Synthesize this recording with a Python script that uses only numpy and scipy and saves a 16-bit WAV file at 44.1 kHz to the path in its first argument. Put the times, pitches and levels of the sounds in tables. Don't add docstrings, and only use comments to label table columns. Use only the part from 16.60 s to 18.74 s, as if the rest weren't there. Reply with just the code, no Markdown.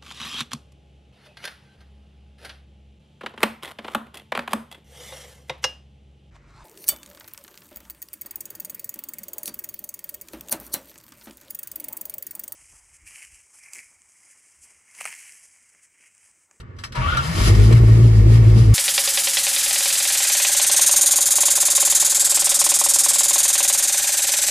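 import sys
import numpy as np
from scipy import signal
from scipy.fft import rfft, irfft
from scipy.io import wavfile
from scipy.ndimage import uniform_filter1d

SR = 44100
rng = np.random.default_rng(int(sys.argv[2]) if len(sys.argv) > 2 else 0)


def natural_amplitude(level_db):
    exponent = np.asarray(level_db, float) / 20
    return 10 ** exponent


def waveform_to_disk(signal):
    frames = np.transpose(np.atleast_2d(signal))
    scaled = np.clip(frames, -1, 1) * 32767
    samples = np.round(scaled).astype(np.int16)
    wavfile.write(sys.argv[1], SR, samples)


N = 94374
T = np.arange(N) / SR
HZ = np.fft.rfftfreq(N, 1 / SR) + 1

# f/Hz, relative density/dB
YARD_COLOUR = [(20, -49), (40, -8.5), (101, -2), (194, -20.5), (242, -16.5), (315, -29), (356, -21.5),
               (500, -27.5), (620, -38), (1750, -35.5), (5440, -64), (8000, -67), (10400, -104),
               (17600, -120)]
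# t/s, level/dB
VALVE_LEVEL = [(0.66, -36), (0.75, -40.5), (0.89, -31.5), (0.93, -35.5), (1.08, -40.5), (1.13, -34.5),
               (1.206, -41), (1.34, -39.5), (1.45, -45), (1.57, -45.5), (1.704, -40), (1.85, -42),
               (2.016, -42), (2.12, -43.5)]
# f/Hz, relative density/dB
VALVE_COLOUR = [(300, -22.5), (520, -6), (700, -2.5), (1100, -7), (1500, -8.5), (1900, -3.5), (2400, -5),
                (3000, -18), (5000, -27.5)]
# t/s, relative level/dB
INTAKE_LEVEL = [(.44, -49), (.55, -48.5), (.62, -42.5), (.7, -38), (.77, -32.5), (.82, -30), (.885, -27.5),
                (.92, -36.5), (1.0, -39.5), (1.07, -42.5), (1.135, -38.5), (1.21, -46), (1.3, -44.5),
                (1.41, -40), (1.52, -45.5), (1.6, -42), (1.65, -44), (1.75, -39), (1.82, -45),
                (1.89, -42.5), (1.94, -47), (1.985, -42), (2.03, -48), (2.14, -50.5)]
# f/Hz, relative density/dB
INTAKE_COLOUR = [(410, -17), (700, -12), (1420, -5), (2010, -9.5), (3070, -4), (5000, -6), (7640, -10.5),
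                 (8360, -15.5), (9750, -10), (11000, -12.5), (13400, -24), (15100, -18)]
# t/s, peak level/dB of the noise part, t60/s
CLICKS = [(0, -44, 0.063), (0.163, -62.5, 0.13), (0.185, -46, 0.18), (0.236, -32, 0.11),
          (0.3207, -41, 0.11), (0.3503, -39, 0.24), (0.569, -27, 0.1), (0.949, -28, 0.042),
          (1.1237, -28.5, 0.067), (1.1667, -33, 0.086), (1.973, -45, 0.12)]
# f/Hz, relative density/dB
CLICK_COLOUR = [(290, -23), (500, -11.5), (1240, 3), (3000, -2), (3270, -4.5), (3510, -4), (3670, -1.5),
                (8020, -15), (11000, -13.5), (15000, -32)]
# f/Hz, width/Hz, relative level/dB
LOCK_MODES = [(1264, 14, -1.5), (3290, 110, 0.5), (3830, 14, -2), (4090, 45, 0), (5210, 31, 0),
              (5910, 50, 2), (6710, 45, -11), (7840, 98, -4)]
# t/s, gear mesh f/Hz, whine level/dB, crank rumble level/dB, relative gear grind level/dB
STARTER = [(.345, 900, -47, -58, -44.5), (.37, 937, -36, -30, -36), (.395, 981.5, -40, -22, -38),
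           (.42, 989.3, -41, -21.5, -35.5), (.43, 1155, -40, -23, -35), (.465, 1157, -35.5, -22.5, -37),
           (.478, 1316, -35.5, -21.5, -35.5), (.496, 1433, -28, -28, -36.5), (.51, 1422, -35, -30, -35),
           (.528, 1445, -26, -22.5, -35.5), (.547, 1452, -41, -24, -33), (.565, 1388, -31.5, -26.5, -37),
           (.595, 1374, -30, -21, -35.5), (.61, 1385, -39, -26.5, -39.5), (.622, 1375, -41, -26, -38.5),
           (.7, 1338, -67, -28.5, -39), (.8, 1316, -60, -29.5, -45)]
# f/Hz, width/Hz, relative level/dB
CRANK_MODES = [(48.7, 16, 4), (72.8, 23, 7), (128, 18, 2), (168.4, 33, -6.5)]
# f/Hz, relative density/dB
GRIND_COLOUR = [(150, 0), (250, -7.5), (705, -8.5), (1390, -8), (1560, -7), (2750, -15.5), (6920, -30.5),
                (8540, -52), (10400, -30), (12000, -69), (15600, -92), (22000, -120)]
# t/s, f/Hz, peak level/dB
MOTOR_HUM = [(.365, 140.1, -52), (.378, 133.4, -16.5), (.42, 121.6, -24), (.45, 120.7, -48),
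             (.52, 128, -31), (.6, 128, -25), (.64, 138.8, -29), (.68, 158.8, -23), (.71, 168, -19.5),
             (.74, 163, -32), (.77, 161, -31)]
# t/s, firing f/Hz
FIRING = [(0.76, 47.41), (0.82, 49.5), (0.902, 51.47), (0.978, 51.68), (1.128, 56.84), (1.152, 57.82),
          (1.298, 55.26), (1.432, 57.33), (1.594, 52.81), (1.604, 52.51), (1.724, 56.27), (1.74, 56.8),
          (1.886, 54.27), (1.912, 54.33), (1.996, 57.44), (2.008, 57.56), (2.1, 53.05), (2.14, 53.7)]
# t/s, boom level/dB at twice the firing rate, thump level/dB at the firing rate, body rumble level/dB
ENGINE = [(0.76, -23, -24, -30.5), (0.778, -21, -48, -31), (0.812, -19, -13, -24.5),
          (0.84, -20, -19.5, -27), (0.882, -21, -15, -23), (0.92, -5.5, -17, -24.5),
          (0.966, -21.5, -12.5, -24.5), (0.986, -7, -8, -20), (1.07, -11, -12, -26.5),
          (1.112, -9.5, -19, -20.5), (1.148, -5.5, -13.5, -29.5), (1.186, -10, -24, -23.5),
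          (1.224, -8.5, -11, -21.5), (1.27, -8, -14.5, -30.5), (1.298, -8, -26, -22.5),
          (1.312, -6, -14, -27), (1.404, -9, -19, -21.5), (1.428, -8.5, -16, -28), (1.454, -6, -11, -21.5),
          (1.482, -10.5, -19.5, -26), (1.558, -10.5, -14.5, -27.5), (1.596, -6, -11.5, -24),
          (1.628, -14, -12.5, -26), (1.682, -7, -14, -21.5), (1.79, -9.5, -17.5, -26),
          (1.844, -11, -14, -26.5), (1.874, -5, -22.5, -23.5), (1.94, -11, -8, -26.5),
          (1.982, -7.5, -24, -21.5), (2.016, -8.5, -16, -29.5), (2.046, -14.5, -17, -26.5),
          (2.074, -9.5, -18, -24), (2.112, -10, -9.5, -26.5), (2.14, -13, -27, -34)]
# f/Hz, width/Hz, relative level/dB
PANEL_MODES = [(168, 26, 3), (207.4, 16.8, 1), (261, 41.6, -2.5), (338.7, 68, 1.5), (400.6, 26, -5),
               (444, 42.6, -4.5), (660, 244, -13)]
# f/Hz, width/Hz, relative level/dB
CAB_MODE = [(118.7, 10, 0)]
# t/s, level/dB
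CAB_MODE_LEVEL = [(.75, -45), (.78, -34), (.83, -15), (.87, -8), (.92, -16), (.95, -7), (1.0, -25),
                  (1.1, -46)]
# f/Hz, width/Hz, gain/dB
DASH_MODES = [(628.4, 9.9, 9.5), (844, 30, -6.5), (940, 48, -7), (1126, 41, 1), (1211, 15, -4.5),
              (1363, 16, -4.5), (1445, 20, -4), (1715, 14, -0.5), (1883, 21, 4.5), (3160, 47, -21),
              (4900, 310, -3.5)]
# f/Hz, gain/dB
SIDE_GAIN = [(60, -7), (110, -17.5), (200, -3.5), (370, -8), (690, 0), (1270, 3), (2340, -1), (4320, -2),
             (7950, 1.5), (14600, -0.5)]
# f/Hz, gain/dB
LEFT_OVER_RIGHT = [(30, -5.5), (60, -1.5), (250, -1), (600, -1), (1200, 3), (2500, 3.5), (5000, 3.5),
                   (8000, 0), (14000, -1)]
# f/Hz, gain/dB
TREBLE_COLOUR = [(20, 0), (8000, 0), (8500, -7), (9000, 0), (11200, 0), (11700, -6), (11800, -40),
                 (12350, -40), (12450, 0), (13800, 3), (14500, 0), (15200, -8), (22000, -10)]

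YARD_DB, LOCK_DB = -40, -5
INTAKE_PUFF_DB, INTAKE_FLICKER_DB = 1, 2.96
CLICK_RISE_S, CLICK_GRIT_DB = 0.0028, 0
MESH_ROUGH_HZ = (70, 10)
MESH_SETTLE_START_S, MESH_SETTLE_LENGTH_S = 0.43, 0.05
MESH_FUZZ_HZ, MESH_FUZZ_DEPTH = 200, 0.35
SIDEBAND_OFFSET_HZ, SIDEBAND_DB = 190, -12
RASP_RATIO, RASP_BANDWIDTH_HZ = 2.2, 570
STARTER_FADE_S, CATCH_FADE_S = 0.18, 0.045
BOOM_LEAD_RAD = 0.14
PERIOD_SCATTER_CYCLES, FIRING_SCATTER_DB = 0.022, 1.8
PANEL_SCATTER_DB, PANEL_RATTLE_DB = 3, 2
ECHO_DB, ECHO_T60_S, ECHO_LOW_HZ = -7, 0.045, 408
SIDE_ECHO_SHARE = 0.78
CEILING, TOP_HZ = 1.15, 15150


def curve(table, col):
    a = np.array(table, float)
    return np.interp(T, a[:, 0], a[:, col])


def over_hz(table):
    a = np.array(table, float)
    return np.interp(np.log(HZ), np.log(a[:, 0]), a[:, 1])


def unit(x):
    return x / np.sqrt(np.mean(x ** 2))


def noise(colour):
    return unit(irfft(rfft(rng.standard_normal(N)) * natural_amplitude(over_hz(colour)), N))


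def rough(bandwidth_hz):
    low = signal.butter(2, bandwidth_hz, fs=SR, output="sos")
    return unit(signal.sosfilt(low, rng.standard_normal(N)))


def ring(x, modes):
    out = 0
    for hz, width_hz, db in modes:
        b, a = signal.iirpeak(hz, hz / width_hz, SR)
        twice = signal.lfilter(b, a, signal.lfilter(b, a, x))
        out = out + natural_amplitude(db) * unit(twice)
    return unit(out)


def walk(rate_hz):
    k = int(SR / rate_hz)
    held = np.repeat(rng.standard_normal(N // k + 1), k)
    return unit(uniform_filter1d(uniform_filter1d(held, k), k)[:N])


def fade(start_s, length_s):
    return np.clip((T - start_s) / length_s, 0, 1)


def shaped(x, gain_db):
    taps = signal.firwin2(2047, np.linspace(0, 1, len(HZ)), natural_amplitude(gain_db))
    return signal.fftconvolve(x, taps, "same")


def yard():
    return natural_amplitude(YARD_DB + 1.2 * walk(5.8)) * noise(YARD_COLOUR)


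def valves(phase):
    db = curve(VALVE_LEVEL, 1) + 0.5 * np.cos(2 * np.pi * phase) + 1.6 * walk(24.93)
    return natural_amplitude(db) * noise(VALVE_COLOUR) * fade(VALVE_LEVEL[0][0] - 0.05, 0.14)


def intake(phase):
    puff_db = INTAKE_PUFF_DB * np.cos(2 * np.pi * phase)
    db = curve(INTAKE_LEVEL, 1) + 0.63 + puff_db + INTAKE_FLICKER_DB * walk(17.47)
    return natural_amplitude(db) * noise(INTAKE_COLOUR) * fade(INTAKE_LEVEL[0][0] - 0.1, 0.14)


def clicks():
    envelope = 0
    for start_s, db, t60_s in CLICKS:
        decay = natural_amplitude(db - 60 * np.maximum(T - start_s, 0) / t60_s)
        envelope = envelope + decay * fade(start_s, CLICK_RISE_S)
    grit = natural_amplitude(CLICK_GRIT_DB * walk(400))
    snap = noise(CLICK_COLOUR)
    metal = natural_amplitude(LOCK_DB) * ring(rng.standard_normal(N), LOCK_MODES)
    return envelope * grit * (snap + metal)


def starter():
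    settled = fade(MESH_SETTLE_START_S, MESH_SETTLE_LENGTH_S)
    scatter_hz = np.interp(settled, (0, 1), MESH_ROUGH_HZ) * walk(70)
    turn = 2 * np.pi * np.cumsum(curve(STARTER, 1) + scatter_hz) / SR

    whine_level = np.sqrt(2) * natural_amplitude(curve(STARTER, 2) + 1.4 * walk(60.6))
    sideband = natural_amplitude(SIDEBAND_DB + 3.1 * walk(40)) * np.sin(turn - 2 * np.pi * SIDEBAND_OFFSET_HZ * T)
    whine = whine_level * (np.sin(turn) + sideband)
    whine = whine * (1 + MESH_FUZZ_DEPTH * rough(MESH_FUZZ_HZ))

    rasp = rough(RASP_BANDWIDTH_HZ) * np.sin(RASP_RATIO * turn) * (1 - fade(0.606, 0.093))
    grind = natural_amplitude(curve(STARTER, 4)) * (natural_amplitude(3.0) * noise(GRIND_COLOUR) + rasp)
    crank = natural_amplitude(curve(STARTER, 3)) * ring(rng.standard_normal(N), CRANK_MODES)
    hum = natural_amplitude(curve(MOTOR_HUM, 2)) * np.sin(2 * np.pi * np.cumsum(curve(MOTOR_HUM, 1)) / SR)
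    hum = hum * fade(MOTOR_HUM[0][0], 0.026)
    on = fade(STARTER[0][0], 0.0034) * (1 - fade(STARTER[-1][0], STARTER_FADE_S))
    return on * (whine + grind + crank + hum)


def engine():
    even = np.cumsum(curve(FIRING, 1)) / SR
    period_draw, boom_draw, thump_draw, pulse_draw = rng.standard_normal((200, 4)).T

    def per_firing(draw):
        return np.interp(even, np.arange(200), draw)

    def size(draw):
        return np.sqrt(2) * natural_amplitude(FIRING_SCATTER_DB * per_firing(draw))

    cycles = even + PERIOD_SCATTER_CYCLES * per_firing(period_draw)
    boom = size(boom_draw) * np.cos(4 * np.pi * cycles + BOOM_LEAD_RAD) * natural_amplitude(curve(ENGINE, 1))
    thump = size(thump_draw) * np.cos(2 * np.pi * cycles) * natural_amplitude(curve(ENGINE, 2))

    count = np.floor(cycles).astype(int)
    pulses = np.diff(count, prepend=0) * natural_amplitude(PANEL_SCATTER_DB * pulse_draw[count])
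    drive = unit(pulses) + natural_amplitude(PANEL_RATTLE_DB) * rng.standard_normal(N)
    panels = ring(drive, PANEL_MODES) * natural_amplitude(curve(ENGINE, 3))
    cab_air = ring(pulses, CAB_MODE) * natural_amplitude(curve(CAB_MODE_LEVEL, 1))
    caught = fade(ENGINE[0][0] - CATCH_FADE_S, CATCH_FADE_S)
    return (boom + thump + panels + cab_air) * caught, cycles % 1


def dash(x):
    out = 0
    for hz, width_hz, db in DASH_MODES:
        b, a = signal.iirpeak(hz, hz / width_hz, SR)
        out = out + natural_amplitude(db) * signal.lfilter(b, a, x)
    return out


def cab():
    motor, phase = engine()
    x = motor + starter() + intake(phase) + valves(phase) + clicks() + yard()
    return x + dash(x)


def echoes(x):
    t = T[:8000]
    high = signal.butter(2, ECHO_LOW_HZ, "high", fs=SR, output="sos")
    tail = signal.sosfilt(high, rng.standard_normal(len(t)) * natural_amplitude(-60 * t / ECHO_T60_S))
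    return signal.fftconvolve(x, tail / np.sqrt(np.sum(tail ** 2)))[:N]


def scene():
    near = cab()
    mid = near + natural_amplitude(ECHO_DB) * echoes(near)
    side_echo = SIDE_ECHO_SHARE * echoes(near)
    loose = np.sqrt(1 - SIDE_ECHO_SHARE ** 2) * cab()
    side = shaped(side_echo + loose, over_hz(SIDE_GAIN))
    half_db = over_hz(LEFT_OVER_RIGHT) / 2
    return np.array([shaped(mid + side, half_db), shaped(mid - side, -half_db)])


def top_cut(x):
    return signal.sosfilt(signal.butter(12, 15240, fs=SR, output="sos"), x)


def record(dry):
    rounded = CEILING * np.tanh(dry / CEILING)
    coloured = [shaped(x, over_hz(TREBLE_COLOUR)) for x in rounded]
    low_pass = signal.ellip(8, 0.2, 60, TOP_HZ, fs=SR, output="sos")
    mix = signal.sosfilt(low_pass, coloured)
    return top_cut(mix)


dry = scene()
out = record(dry)
waveform_to_disk(out)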